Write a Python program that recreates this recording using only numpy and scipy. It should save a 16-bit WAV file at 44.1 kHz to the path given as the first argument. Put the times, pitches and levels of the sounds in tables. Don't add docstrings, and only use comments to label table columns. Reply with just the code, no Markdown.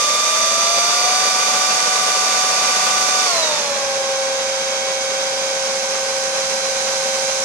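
import sys
import numpy as np
from scipy import signal
from scipy.fft import rfft, irfft
from scipy.io import wavfile

SR = 44100
rng = np.random.default_rng(int(sys.argv[2]) if len(sys.argv) > 2 else 0)


def inscribe(sig):
    pcm = np.round(np.clip(np.atleast_2d(sig).T, -1, 1) * 32767)
    wavfile.write(sys.argv[1], SR, pcm.astype(np.int16))


N = 328104
TIME_S = np.arange(N) / SR
FREQ_HZ = np.maximum(np.arange(N // 2 + 1) * SR / N, 1)

# multiple of shaft speed, full-speed left level/dB, right level/dB,
# idle left level/dB, right level/dB
FRONT_TONES = [(1, -51, -52, -66, -68), (4, -40, -43, -48, -54), (7, -23, -28.5, -33.5, -38),
               (8, -50, -58, -66, -62), (12, -41, -49, -60, -57), (14, -36, -36.5, -54, -52),
               (20, -52, -50, -45, -42), (21, -38.5, -31.5, -47, -49), (28, -33, -31, -43, -43),
               (35, -39.5, -28, -48, -42), (42, -44, -30, -45, -39), (49, -40.5, -43, -48, -39),
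               (56, -48, -43, -54, -37), (63, -48, -54, -58, -56)]
REAR_TONES = [(2, -66, -66, -57, -57), (5, -56, -56, -51, -53), (7, -27, -38, -44, -44),
              (12, -43, -50, -58, -55), (14, -38, -34.5, -45, -46), (20, -62, -50, -45, -53),
              (21, -36.5, -32.5, -43, -47), (28, -35, -29.5, -40, -39), (35, -48, -31, -46, -39),
              (36, -50, -37, -60, -52), (42, -41, -41, -45, -37.5), (49, -45, -49, -50, -38.5),
              (56, -50, -49, -54, -43), (63, -57, -53, -51, -49)]
SLOW_TONES = [(4, -50, -50.5, -71, -75.5), (7, -28.5, -34.5, -29.5, -30.5), (8, -53, -38, -74, -74),
              (12, -55, -66, -42, -50), (14, -30.5, -33.5, -41, -47.5), (20, -55, -52, -32, -53),
              (21, -48, -62, -44.5, -80), (24, -71, -41, -63, -64), (28, -45, -50, -44, -46),
              (32, -46, -57.0, -53, -58), (35, -52.0, -43, -57, -71), (42, -42, -33, -54, -45),
              (49, -46, -34.5, -51, -37), (64, -61.0, -48, -58, -43.5)]
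SHAFTS = {"front": (168.85, 167.22, 111.33, .257, 1.16), "rear": (172.95, 170.95, 117.08, .243, 1.14),
          "slow": (84.4, 106.5, 76.7, .24, 1.14)}
HUNTING = {"front": [(0, .08), (.5, -.08), (1, .1), (1.5, -.05), (2.1, .14), (2.8, -.08), (3.2, .02),
           (4.7, -.13), (5.6, 0), (7.4, .08)], "rear": [(0, -.18), (1.2, .05), (2.3, 0), (3.1, .25),
           (4.4, .1), (5, .27), (6, .05), (6.7, -.3), (7.4, -.22)]}
TONE_LAG = {"front": [(800, -.3), (1200, -.7), (2400, .8), (3100, 1.8), (5900, 1.9), (7000, .3)],
            "rear": [(800, -1.7), (1200, -2.5), (2400, .7), (3300, 3.2), (3600, 2.4), (4100, 3.9),
            (4820, 4.4), (4910, 6.3), (6000, 3.8), (9500, 5.8)], "slow": [(540, -.15), (750, -.35),
            (1490, -1), (2200, 1), (4900, 1.5)]}
# rotor, multiple of shaft speed, centre t/s, half length t/s, level/dB
TONE_SWELLS = [("front", 21, 0.31, 0.87, 8), ("rear", 35, 0.7, 0.66, 8.1), ("slow", 7, 0.76, 0.077, 5.1),
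               ("front", 28, 0.97, 0.5, 8.8), ("front", 42, 0.95, 0.25, -18), ("slow", 7, 1.1, 0.09, 5.5),
               ("slow", 14, 3.95, 0.53, 7.8), ("rear", 28, 3.28, .04, 4), ("front", 28, 3.48, .1, 8),
               ("front", 35, 3.33, .12, 5), ("slow", 7, 3.38, .07, 3), ("front", 21, 3.37, 0.054, -11),
               ("rear", 21, 3.7, .08, -6), ("rear", 21, 3.2, 0.057, 4.5), ("rear", 21, 3.8, 0.078, 3.8),
               ("rear", 14, 4.5, 0.43, 4.1), ("rear", 28, 4.9, 0.79, 6.1), ("rear", 56, 4.9, .6, 7),
               ("front", 20, 4.93, .7, 5.9), ("rear", 42, 5.35, 0.19, 5.5), ("slow", 21, 9.7, .9, 4.7),
               ("front", 56, 6.6, 0.55, -7), ("slow", 49, 6.3, 0.67, -16), ("rear", 35, 6.8, 0.87, 7.1)]
# f/Hz, full-speed left level/dB per Hz, right level/dB per Hz,
# idle left level/dB per Hz, right level/dB per Hz
AIR_SPECTRUM = [(35.0, -104.8, -104.0, -103.6, -103.1), (79.5, -99, -103, -82, -86),
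                (155, -70.5, -73, -73, -71), (330, -71, -71.5, -73, -75.5), (418, -63, -65, -66, -64.5),
                (1035, -56, -58, -61.5, -60), (1670, -61, -58.5, -66.5, -61.5),
                (3070, -61, -61, -65.5, -67.5), (4570, -59, -57, -64.5, -61.5),
                (6360, -61.5, -49.5, -67, -53.5), (7090, -61, -57.5, -66.5, -62.5),
                (10700, -68.5, -70, -73.5, -75.5), (12050, -70, -82, -78, -101.3),
                (13300, -81, -128.8, -101.5, -157.9)]
# f/Hz, width f/Hz, left level/dB, right level/dB
CASE_MODES = [(239, 67, 5.5, 7), (500, 45, 4, 1), (565, 85, 8.5, 7), (696, 110, 2, -4),
              (824, 57, -1.5, -2.5), (1320, 320, 1, -1), (1500, 220, 5, -4.5), (1920, 300, -2.5, 3),
              (2310, 260, 4, 0), (2720, 300, -.5, 3.5), (3760, 200, 0, 4), (5300, 600, 2.5, 1)]
# f/Hz, correlation
PORT_LIKENESS = [(70, .4), (200, 0.88), (320, 0.6), (520, 0.96), (900, 0.53), (1400, 0.4), (1700, 0.33),
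                 (2600, 0.41), (4500, 0.17), (6200, .22), (8000, 0.064), (12000, 0.061)]
# f/Hz, lag/rad
AIR_LAG = [(300, 0), (800, .2), (1100, .6), (1400, 1.6), (1600, 2.8), (1800, 3.8), (2000, 5.5), (2300, 6.3),
           (3200, 8.5), (4500, 8.6), (6000, 10.7), (12000, 12.5)]
# t/s, level/dB
PUFFS = [(.64, -56), (1.06, -54), (2.95, -58), (3.38, -59), (3.73, -59), (3.86, -49), (4.85, -54),
         (5.33, -59), (6.47, -52), (7.32, -52)]

BLADES = 7
CLIMB_S, CUT_S = 1.2, 3.24
SETTLE_S, SETTLE_HALF_S = 4.14, 0.31
MOVE_S, MOVE_LENGTH_S = 5.04, 3
COAST_WAVER, COAST_FLUTTER_DB = 0.005, 1.0
RING_HZ, RING_WIDTH_HZ, RING_DB = 4100, 1500, 6
DRIFT_DB, DRIFT_PER_S = 0.37, 0.91
PUFF_HALF_S = 0.028
TOP_HZ = 13600


def rotor(name, blade_db, overtone_db, tones, gain_db, jitter, flutter_db, shimmer_db, coast_db):
    shaft_hz = shaft_speed(name)
    drive = throttle(shaft_hz)
    coast = 4 * drive * (1 - drive)
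    overtone_db = overtone_db + coast_db * coast
    shimmer_db = shimmer_db + COAST_FLUTTER_DB * coast

    waver = jitter * walk(10.0) + COAST_WAVER * coast * walk(48.0)
    angle = 2 * np.pi * np.cumsum(shaft_hz * (1 + waver)) / SR
    eddies = walk(32.0)
    drift_db = DRIFT_DB * walk(DRIFT_PER_S)

    out = np.zeros((2, N))
    for multiple, *levels_db in tones:
        tone_hz = multiple * shaft_hz
        full_db, idle_db = np.reshape(levels_db, (2, 2, 1))
        shift = rng.integers(N)
        flutter = np.roll(eddies, shift)
        if multiple == BLADES:
            trim_db = blade_db + flutter_db * flutter
        else:
            ring_db = RING_DB * coast * np.exp(-(2 * (tone_hz - RING_HZ) / RING_WIDTH_HZ) ** 2)
            trim_db = overtone_db + shimmer_db * flutter + np.roll(drift_db, shift) + ring_db
        swell_db = tone_swell_db(name, multiple)
        level_db = gain_db + idle_db + drive * (full_db - idle_db) + trim_db + swell_db

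        left_lag_rad = np.interp(tone_hz, *np.transpose(TONE_LAG[name]))
        lag_rad = np.array([left_lag_rad, np.zeros(N)])
        start_rad = rng.uniform(0, 2 * np.pi)
        out += undb(level_db) * np.sin(multiple * angle - lag_rad + start_rad)
    return np.sqrt(2) * out


def shaft_speed(name):
    start_hz, full_hz, idle_hz, coast_s, shape = SHAFTS[name]
    driven_hz = start_hz + (full_hz - start_hz) * ramp(0, CLIMB_S)
    hunt_hz = np.interp(TIME_S, *np.transpose(HUNTING[name])) if name in HUNTING else 0
    decay = np.exp(-(np.maximum(TIME_S - CUT_S, 0) / coast_s) ** shape)
    return idle_hz + hunt_hz + (driven_hz - idle_hz) * decay


def throttle(shaft_hz):
    reach_hz = np.maximum.accumulate(shaft_hz[::-1])[::-1]
    return (reach_hz - reach_hz[-1]) / (reach_hz[0] - reach_hz[-1])


def tone_swell_db(name, multiple):
    swell_db = np.zeros(N)
    for rotor_name, order, centre_s, half_s, db in TONE_SWELLS:
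        if (rotor_name, order) == (name, multiple):
            swell_db += db * bump(centre_s, half_s)
    return swell_db


def blade_trim(start_db, full_db, idle_db, settle_db):
    running_db = start_db + (full_db - start_db) * ramp(0, CLIMB_S)
    staged_db = running_db + (idle_db - running_db) * ramp(CUT_S, SETTLE_S - CUT_S)
    return staged_db + settle_db * bump(SETTLE_S, SETTLE_HALF_S)


def overtone_trim(start_db, full_db, idle_db, near_db):
    return blade_trim(start_db, full_db, idle_db, 0) + near_db * ramp(MOVE_S, MOVE_LENGTH_S)


def air(drive, full_db=0.84, idle_db=0.5, hiss_hz=4000, low_cut_hz=95, churn_db=1.01, climb_db=2.0,
        linger_db=5.5, linger_s=0.45, hiss_full_db=-2.13, hiss_idle_db=-3.0, hiss_near_db=5.5,
        body_hz=260, body_near_db=3):
    case_db = np.zeros((2, len(FREQ_HZ)))
    for hz, width_hz, left_db, right_db in CASE_MODES:
        case_db += np.array([[left_db], [right_db]]) / (1 + (2 * (FREQ_HZ - hz) / width_hz) ** 2)
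    low_cut = 1 / np.sqrt(1 + (low_cut_hz / FREQ_HZ) ** 8)
    noise = port_noise() * undb(case_db) * low_cut
    full, idle = irfft(noise * undb(spectra(AIR_SPECTRUM).reshape(2, 2, -1)), N)
    flow = drive * undb(full_db) * full + (1 - drive) * undb(idle_db) * idle

    hiss = irfft(rfft(flow) * FREQ_HZ ** 2 / (FREQ_HZ ** 2 + hiss_hz ** 2), N)
    body = irfft(rfft(flow) / (1 + (FREQ_HZ / body_hz) ** 4), N)
    near = ramp(MOVE_S, MOVE_LENGTH_S)
    rush = flow - hiss - body + body * undb(body_near_db * near)

    climb_trim_db = climb_db * (ramp(0, CLIMB_S) - 1)
    linger_trim_db = linger_db * (1 - drive) * bump(CUT_S, linger_s)
    rush_db = climb_trim_db + linger_trim_db + churn_db * walk(20)
    hiss_db = hiss_idle_db + drive * (hiss_full_db - hiss_idle_db) + hiss_near_db * near
    return rush * undb(rush_db) + hiss * undb(hiss_db)


def draught(drive, gain_db=-2, centre_hz=92, full_db=-82, idle_db=-69, near_db=7, gust_db=1.5,
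            gusts_per_s=6):
    ratio = FREQ_HZ / centre_hz
    rumble = irfft(port_noise() * ratio ** 3 / (1 + ratio ** 8), N)
    speed_db = idle_db + drive * (full_db - idle_db)
    stray_db = speed_db + near_db * ramp(MOVE_S, MOVE_LENGTH_S) + gust_db * walk(gusts_per_s)
    puffs = sum(undb(db) * bump(s, PUFF_HALF_S) for s, db in PUFFS)
    return rumble / rumble.std() * undb(gain_db) * (undb(stray_db) + puffs)


def port_noise():
    shared, left, right = rfft(rng.standard_normal((3, N))) * np.sqrt(SR / 2)
    likeness = spectra(PORT_LIKENESS)[0]
    lag = np.exp(-1j * spectra(AIR_LAG)[0])
    common = np.array([shared * lag, shared])
    separate = np.array([left, right])
    return np.sqrt(likeness) * common + np.sqrt(1 - likeness) * separate


def walk(rate_per_s):
    wander = irfft(rfft(rng.standard_normal(N)) / (1 + (FREQ_HZ / rate_per_s) ** 4), N)
    return wander / wander.std()


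def spectra(table):
    hz, *columns = np.transpose(table)
    return np.array([np.interp(np.log(FREQ_HZ), np.log(hz), column) for column in columns])


def ramp(start_s, length_s):
    return np.clip((TIME_S - start_s) / length_s, 0, 1)


def bump(centre_s, half_s):
    return np.exp(-((TIME_S - centre_s) / half_s) ** 2)


def undb(db):
    return 10 ** (np.asarray(db) / 20)


def scene():
    front = rotor("front", blade_trim(start_db=2.5, full_db=-0.8, idle_db=0.0, settle_db=2.5),
                  overtone_trim(start_db=-3.0, full_db=-1.0, idle_db=0.0, near_db=-0.5),
                  FRONT_TONES, gain_db=-0.27, jitter=0.00018, flutter_db=0.5, shimmer_db=1.4, coast_db=-1.0)
    rear = rotor("rear", blade_trim(start_db=-2.5, full_db=0, idle_db=0, settle_db=7),
                 overtone_trim(start_db=1.5, full_db=0, idle_db=0, near_db=0.5),
                 REAR_TONES, gain_db=-0.2, jitter=0.0002, flutter_db=1.2, shimmer_db=1.2, coast_db=1.5)
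    slow = rotor("slow", blade_trim(start_db=-2.5, full_db=1.85, idle_db=4.0, settle_db=3.0),
                 overtone_trim(start_db=-7.0, full_db=-1.8, idle_db=-2.15, near_db=2.0),
                 SLOW_TONES, gain_db=0.15, jitter=0.0004, flutter_db=0.6, shimmer_db=1.2, coast_db=-1)
    drive = throttle(shaft_speed("front"))
    return front + rear + slow + air(drive) + draught(drive)


def record(dry):
    low_pass = signal.ellip(8, 0.1, 80, TOP_HZ, fs=SR, output="sos")
    return signal.sosfilt(low_pass, dry)


dry = scene()
out = record(dry)
inscribe(out)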